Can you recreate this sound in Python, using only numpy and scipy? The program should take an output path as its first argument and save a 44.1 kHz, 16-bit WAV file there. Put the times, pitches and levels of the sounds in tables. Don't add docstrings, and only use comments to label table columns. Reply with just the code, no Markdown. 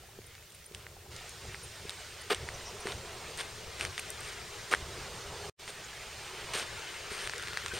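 import sys
import numpy as np
from scipy import signal
from scipy.fft import rfft, irfft, next_fast_len
from scipy.io import wavfile
from scipy.ndimage import uniform_filter1d

SR = 44100
rng = np.random.default_rng(int(sys.argv[2]) if len(sys.argv) > 2 else 0)


def transcribe(signal):
    frames = np.atleast_2d(signal).T
    limited = np.clip(frames, -1, 1)
    pcm = np.round(limited * 32767).astype(np.int16)
    wavfile.write(sys.argv[1], SR, pcm)


N = 343539
TIME = np.arange(N) / SR
FFT_SIZE = next_fast_len(N + SR // 8)
FFT_HZ = np.arange(FFT_SIZE // 2 + 1) * SR / FFT_SIZE
TOP_HZ = 15850


def undb(db):
    return 10 ** (np.asarray(db) / 20)


def unit(x):
    return x / np.sqrt(np.mean(x ** 2))


def add(track, start_s, sound):
    i = int(start_s * SR)
    track[i:i + len(sound)] += sound[:max(N - i, 0)]


def stereo(mid, side):
    return np.array([mid + side, mid - side])


def automation(table):
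    times, *columns = np.transpose(table)
    return [np.interp(TIME, times, column) for column in columns]


def colour(x, eq):
    hz, db = np.transpose(eq)
    gain = undb(np.interp(np.log(FFT_HZ + 1), np.log(hz), db))
    power = np.mean(undb(np.interp(np.log(np.arange(1, SR / 2)), np.log(hz), db)) ** 2)
    return irfft(rfft(x, FFT_SIZE) * gain, FFT_SIZE)[:N] / np.sqrt(power)


def ring(hz, t60_ms):
    t = TIME[:SR // 8]
    return np.sin(2 * np.pi * hz * t) * np.exp(-np.log(1000) * t / (t60_ms / 1000))


def grains(per_s, spread_db, pitches=12):
    out = 0
    for hz in np.geomspace(280, 13000, pitches):
        when, size, sign = rng.random((N // 12, 3))[:int(per_s * N / SR)].T
        size_db = spread_db * np.minimum(-np.log(1 - size), 3)
        hits = np.bincount((when * N).astype(int), np.sign(sign - .5) * undb(size_db), N)
        out = out + signal.lfilter(*signal.iirpeak(hz, Q=3, fs=SR), hits)
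    return unit(out)


def flicker(per_s):
    hold = int(SR / per_s)
    steps = np.repeat(rng.standard_normal(N // hold + 1), hold)
    return 1.3 * uniform_filter1d(uniform_filter1d(steps, hold), hold)[:N]


def eddies(depth_db):
    cells = signal.stft(rng.standard_normal(N), nperseg=1024)[2]
    swell = uniform_filter1d(rng.standard_normal(cells.shape), size=4, axis=0)
    swell = unit(uniform_filter1d(swell, size=3, axis=1))
    return unit(signal.istft(cells * undb(depth_db * swell), nperseg=1024)[1][:N])


def flow(eq, flicker_db, flicker_per_s, eddy_db, side_db):
    mid = colour(eddies(eddy_db), eq)
    side = undb(side_db) * colour(rng.standard_normal(N), eq)
    return stereo(mid, side) * undb(flicker_db * flicker(flicker_per_s))


# (frequency [Hz], gain [dB])
VENT_EQ = [(100, -1), (250, -4.5), (400, -0.5), (600, -2), (900, -2.5), (1300, -5), (2500, -44),
           (8000, -50)]
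# (time [s], level [dB])
VENT_LEVELS = [(0, -65), (0.55, -67.5), (1.25, -56.5), (2.25, -56), (2.5, -49), (3.2, -48.5), (3.55, -52.5),
               (4.6, -52), (5.0, -48), (5.48, -47), (5.65, -55), (6.1, -52), (6.5, -48), (6.9, -50.5),
               (7.78, -53.5)]


def vents():
    level_db, = automation(VENT_LEVELS)
    return flow(VENT_EQ, flicker_db=.5, flicker_per_s=31, eddy_db=2.5, side_db=-24.5) * undb(level_db)


# (time [s], wind level [dB], grass level [dB], steam level [dB])
BREEZE_LEVELS = [(0, -57.5, -60.5, -62.5), (1.1, -57, -62, -62.5), (1.12, -56, -52.5, -54),
                 (2.5, -56, -50, -52.5), (5.5, -53.5, -49.5, -50.5), (5.6, -56.5, -50.5, -54.5),
                 (6.5, -57.5, -46, -50.5), (7.78, -52.5, -46.5, -50.5)]
# (frequency [Hz], gain [dB])
WIND_EQ = [(15, -17), (30, -13.5), (60, 0.5), (90, 1.5), (130, -2.5), (200, -14), (300, -12), (600, -15),
           (2000, -59)]
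# (time [s], level [dB])
WIND_GUSTS = [(1.15, -52.5), (1.46, -46.5), (1.55, -56), (1.85, -52), (2.42, -47.5), (2.56, -52),
              (2.95, -46), (3.87, -43.5), (4.22, -58), (4.83, -50), (5.3, -48), (5.47, -44), (6.74, -55),
              (7.65, -55)]


def wind(breeze_db, gust_width_s=.042):
    gust_power = sum(undb(db) ** 2 * np.exp(-((TIME - s) / gust_width_s) ** 2) for s, db in WIND_GUSTS)
    rumble = flow(WIND_EQ, flicker_db=2, flicker_per_s=16, eddy_db=1, side_db=-30.5)
    return rumble * np.sqrt(undb(breeze_db) ** 2 + gust_power)


# (frequency [Hz], gain [dB])
GRASS_EQ = [(400, -43), (900, -10.5), (1400, 0), (2100, 1), (3000, -0.5), (4500, -10), (9000, -30.5),
            (16000, -37)]


def grass(level_db):
    blades = undb(-14) * colour(grains(per_s=120, spread_db=4), GRASS_EQ)
    rustle = flow(GRASS_EQ, flicker_db=1.07, flicker_per_s=21, eddy_db=2.5, side_db=-45)
    return (rustle + blades) * undb(level_db)


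# (frequency [Hz], gain [dB])
HISS_EQ = [(800, -30), (2000, -23), (3500, 4.5), (5000, 5.5), (7000, 3), (9000, -7.5), (11000, -10.5),
           (16000, -24)]


def steam(level_db):
    hiss = flow(HISS_EQ, flicker_db=.5, flicker_per_s=14, eddy_db=2.5, side_db=-11)
    sizzle = colour(rng.standard_normal(N), [(3000, -26.5), (8000, 20), (9000, 12.5), (11000, -20)])
    pan_db = np.array([[-1], [1]])
    return (hiss + stereo(0, undb(-17.5) * sizzle)) * undb(level_db + pan_db)


# (time [s], length [s], pitch [Hz], level [dB])
BIRD_NOTES = [(0.262, 0.013, 9700, -58), (0.543, .013, 9600, -57), (0.656, 0.016, 9840, -52.5),
              (1.621, 0.043, 9800, -54), (2.206, .022, 9900, -56), (2.797, 0.022, 9700, -56),
              (2.522, .055, 6000, -54), (2.635, 0.084, 5600, -52.5), (2.791, 0.066, 5860, -56.5),
              (5.832, .03, 6670, -54), (7.695, 0.044, 1570, -45.5)]


def birds(width_to_pitch=.13):
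    out = np.zeros(N)
    for s, length_s, hz, db in BIRD_NOTES:
        count = int(length_s * SR)
        narrow = signal.iirpeak(hz, 1 / width_to_pitch, fs=SR)
        note = signal.lfilter(*narrow, signal.lfilter(*narrow, rng.standard_normal(count)))
        add(out, s, undb(db) * unit(np.hanning(count) * note))
    return out


# (time [s], level [dB], pitch [Hz])
PLOPS = [(0.035, -47, 770), (0.09, -49, 796), (0.967, -45, 785), (1.063, -47, 805), (1.212, -44, 754),
         (1.243, -43, 714), (1.452, -44, 746)]


def bubbles():
    out = np.zeros(N)
    for s, db, hz in PLOPS:
        add(out, s, undb(db) * ring(hz, t60_ms=35))
    return out


# (frequency [Hz], gain [dB], decay by 60 dB [ms])
KNOCK_MODES = [(230, -11, 52), (359, 1, 20), (426, -14, 57)]
# (time [s], level [dB])
HEEL_FALLS = [(0.189, -36.5), (0.713, -42.5), (1.853, -36.5), (2.856, -29.5), (6.554, -36), (7.117, -37),
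              (7.736, -33)]


def heels():
    out = np.zeros(N)
    knock = sum(undb(db) * ring(hz, t60_ms) for hz, db, t60_ms in KNOCK_MODES)
    for s, db in HEEL_FALLS:
        add(out, s, undb(db) * knock)
    return out


# (frequency [Hz], gain [dB])
GRIND_EQ = [(700, -49), (1300, 4), (2000, 1), (2800, -25), (4400, -5), (6500, -25)]
# (time [s], length [s], loudest tick [dB], grinding level [dB])
FOOT_SHIFTS = [(0.2, 0.67, -41, -78), (3.971, 0.29, -34, -69), (7.301, .44, -25, -46.5)]


def grinding():
    weight = np.zeros(N)
    for s, length_s, _, db in FOOT_SHIFTS:
        add(weight, s, undb(db) * np.hanning(int(length_s * SR)) ** .5)
    return weight * unit(colour(grains(per_s=220, spread_db=2.5, pitches=8), GRIND_EQ))


def small_stones(per_s=22, range_db=5, centre_hz=2300, spread_octaves=.7, crack_db=-4.5):
    rows = []
    for s, length_s, loudest_db, _ in FOOT_SHIFTS:
        for when, softness, pitch in rng.random((64, 3))[:int(per_s * length_s)]:
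            hz = centre_hz * 2 ** (spread_octaves * (2 * pitch - 1))
            rows.append((s + when * length_s, loudest_db - softness * range_db, hz, crack_db))
    return rows


def pressure(slide_s, swell_db, attack_s, release_s=.0043):
    t = TIME[:SR // 2]
    swell = undb(swell_db * (np.minimum(t / slide_s, 1) - .5))
    return np.minimum(t / attack_s, 1) * swell * np.exp(-np.maximum(t - slide_s, 0) / release_s)


# (frequency [Hz], gain [dB])
GRIT_EQ = [(100, -20), (400, -4), (900, -7.5), (1500, 1), (3000, 0), (4500, -3), (7000, -10),
           (10000, -13.5), (16000, -30)]
# (frequency [Hz], gain [dB])
SOLE_EQ = [(60, -19), (180, -4), (330, 1.5), (560, -0.5), (850, -5), (1250, -1), (1750, -9.5), (3000, -8),
           (3700, -11.5), (4600, -33), (9000, -30)]
# (time [s], slide length [s], grit level [dB], sole level [dB], swell over the slide [dB])
SLIDES = [(0.735, 0.13, -61.5, -62, 0), (2.299, .033, -36, -30, -1.5), (2.852, 0.075, -48, -45.5, 1),
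          (3.376, .038, -40.5, -50, 5), (3.793, 0.079, -44.5, -48, -3), (3.98, .016, -47, -62, 0),
          (4.247, .09, -50.5, -55.5, -4), (4.71, 0.025, -37, -34, 2), (5.676, .028, -47, -55, 2),
          (6.534, 0.097, -39, -45, -9), (7.102, .17, -45, -54, 0), (7.735, .06, -44, -49, -1)]


def scuffs(grit_attack_s=.003, sole_attack_s=.0086):
    grit, sole = np.zeros(N), np.zeros(N)
    for s, slide_s, grit_db, sole_db, swell_db in SLIDES:
        crushing = pressure(slide_s, swell_db, grit_attack_s)
        rolling = undb(-10) * pressure(slide_s, swell_db, grit_attack_s, release_s=.042)
        add(grit, s, undb(grit_db) * np.maximum(crushing, rolling))
        add(sole, s, undb(sole_db) * pressure(slide_s, swell_db, sole_attack_s))
    crunch = colour(grit * grains(per_s=900, spread_db=4.5), GRIT_EQ)
    rasp = colour(sole * grains(per_s=1200, spread_db=0), SOLE_EQ)
    dust = colour(grit * rng.standard_normal(N), HISS_EQ)
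    return stereo(crunch + rasp, undb(-27.5) * dust)


# (time [s], level [dB], pitch [Hz], crack relative to ring [dB])
STONE_SNAPS = [(0.352, -35, 2100, -7), (0.748, -27, 3000, -4), (0.867, -31.5, 1900, -21),
               (1.164, -31, 3000, 4), (1.294, -34, 9100, -1), (1.5457, -26.5, 2080, -26),
               (1.895, -20, 3820, -17), (1.9057, -27, 3280, -9), (2.347, -23, 3100, -11),
               (2.4887, -23.5, 1950, -18), (2.8708, -21.5, 1940, -11), (2.9212, -23.5, 3670, -36),
               (3.375, -27, 6500, -2), (3.8103, -17, 2580, -13), (3.8506, -18, 2080, -3),
               (3.9794, -20.5, 1930, -5), (3.994, -22.5, 2620, -16), (3.9966, -24.5, 9800, -4),
               (4.1032, -24, 9680, -1), (4.207, -32.5, 8060, -10), (4.7267, -16.5, 2140, -23),
               (4.738, -7.5, 1590, -42), (4.748, -17, 1910, -12), (5.678, -28, 2000, -15),
               (6.597, -23, 2500, -13), (7.274, -20.5, 2100, -6), (7.296, -21.5, 1750, -6),
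               (7.336, -23, 1780, -19), (7.5728, -17, 1910, -3.5), (7.6616, -20, 1830, 7)]


def stones(crack_ms=.9, tail_ms=8, overtone_ratio=1.6, muffle_hz=11800):
    mid, side = np.zeros(N), np.zeros(N)
    t_ms = 1000 * TIME[:SR // 8]
    burst = np.exp(-t_ms / crack_ms) + undb(-21) * np.exp(-t_ms / tail_ms)
    for s, db, hz, crack_db in STONE_SNAPS + small_stones():
        band = signal.butter(2, [.7 * hz, min(2.9 * hz, TOP_HZ)], "band", fs=SR, output="sos")
        crack, dust = signal.sosfilt(band, rng.standard_normal((2, len(t_ms))) * burst)
        t60_ms = 5.5 * np.sqrt(2000 / hz)
        body = ring(hz, t60_ms) + undb(crack_db - 5) * ring(hz * overtone_ratio, t60_ms / 2)
        body = signal.sosfilt(signal.butter(2, hz / 4, "high", fs=SR, output="sos"), body)
        snap = body + 2 * undb(crack_db) * crack
        gain = undb(db) / np.abs(snap).max()
        add(mid, s, gain * snap)
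        add(side, s, gain * 2 * undb(crack_db - 13) * dust)
    return signal.sosfilt(signal.butter(3, muffle_hz, fs=SR, output="sos"), stereo(mid, side))


def scene():
    wind_db, grass_db, steam_db = automation(BREEZE_LEVELS)
    bed = wind(wind_db) + vents() + grass(grass_db) + steam(steam_db)
    footsteps = scuffs() + grinding() + stones() + heels()
    return bed + birds() + bubbles() + footsteps


# (start [s], end [s])
LEFT_LEANS = [(3.34, 4.67), (6.61, 7.9)]


def lean_left(sound, centre_hz=584, smear_s=.013):
    gate = sum(1. * ((TIME > start) & (TIME < end)) for start, end in LEFT_LEANS)
    mid = sound.mean(axis=0)
    shift = undb(-9) * signal.lfilter(*signal.iirpeak(centre_hz, Q=.45, fs=SR), mid)
    tail = rng.standard_normal(SR // 16) * np.exp(-TIME[:SR // 16] / smear_s)
    tail = signal.lfilter(*signal.butter(1, [200, 1600], "band", fs=SR), tail / np.linalg.norm(tail))
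    smear = undb(-15) * signal.oaconvolve(mid, tail)[:N]
    return sound + stereo(0, uniform_filter1d(gate, size=1500) * (shift + smear))


# (frequency [Hz], width [Hz], gain [dB])
HOUSING_EQ = [(280.6, 96, -7.5), (402, 107, 4), (7870, 220, -16.5), (8630, 1600, 9), (9770, 340, -6.5),
              (15300, 250, 1)]
# (time [s], gain [dB])
DROPOUT = [(5.497, 0), (5.5, -24), (5.535, -65), (5.56, -65), (5.596, -2), (5.61, 0)]


def record(dry, hiss_db=-61):
    housing_db = sum(db * .5 ** ((2 * (FFT_HZ - hz) / width) ** 2) for hz, width, db in HOUSING_EQ)
    sound = irfft(rfft(dry, FFT_SIZE) * undb(housing_db), FFT_SIZE)[:, :N]
    hiss = undb(hiss_db) * stereo(rng.standard_normal(N), rng.standard_normal(N))
    dropout_db, = automation(DROPOUT)
    sound = (lean_left(sound) + hiss) * undb(dropout_db)
    high_cut = signal.ellip(10, .2, 70, TOP_HZ, fs=SR, output="sos")
    return signal.sosfilt(high_cut, sound)


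dry = scene()
out = record(dry)
transcribe(out)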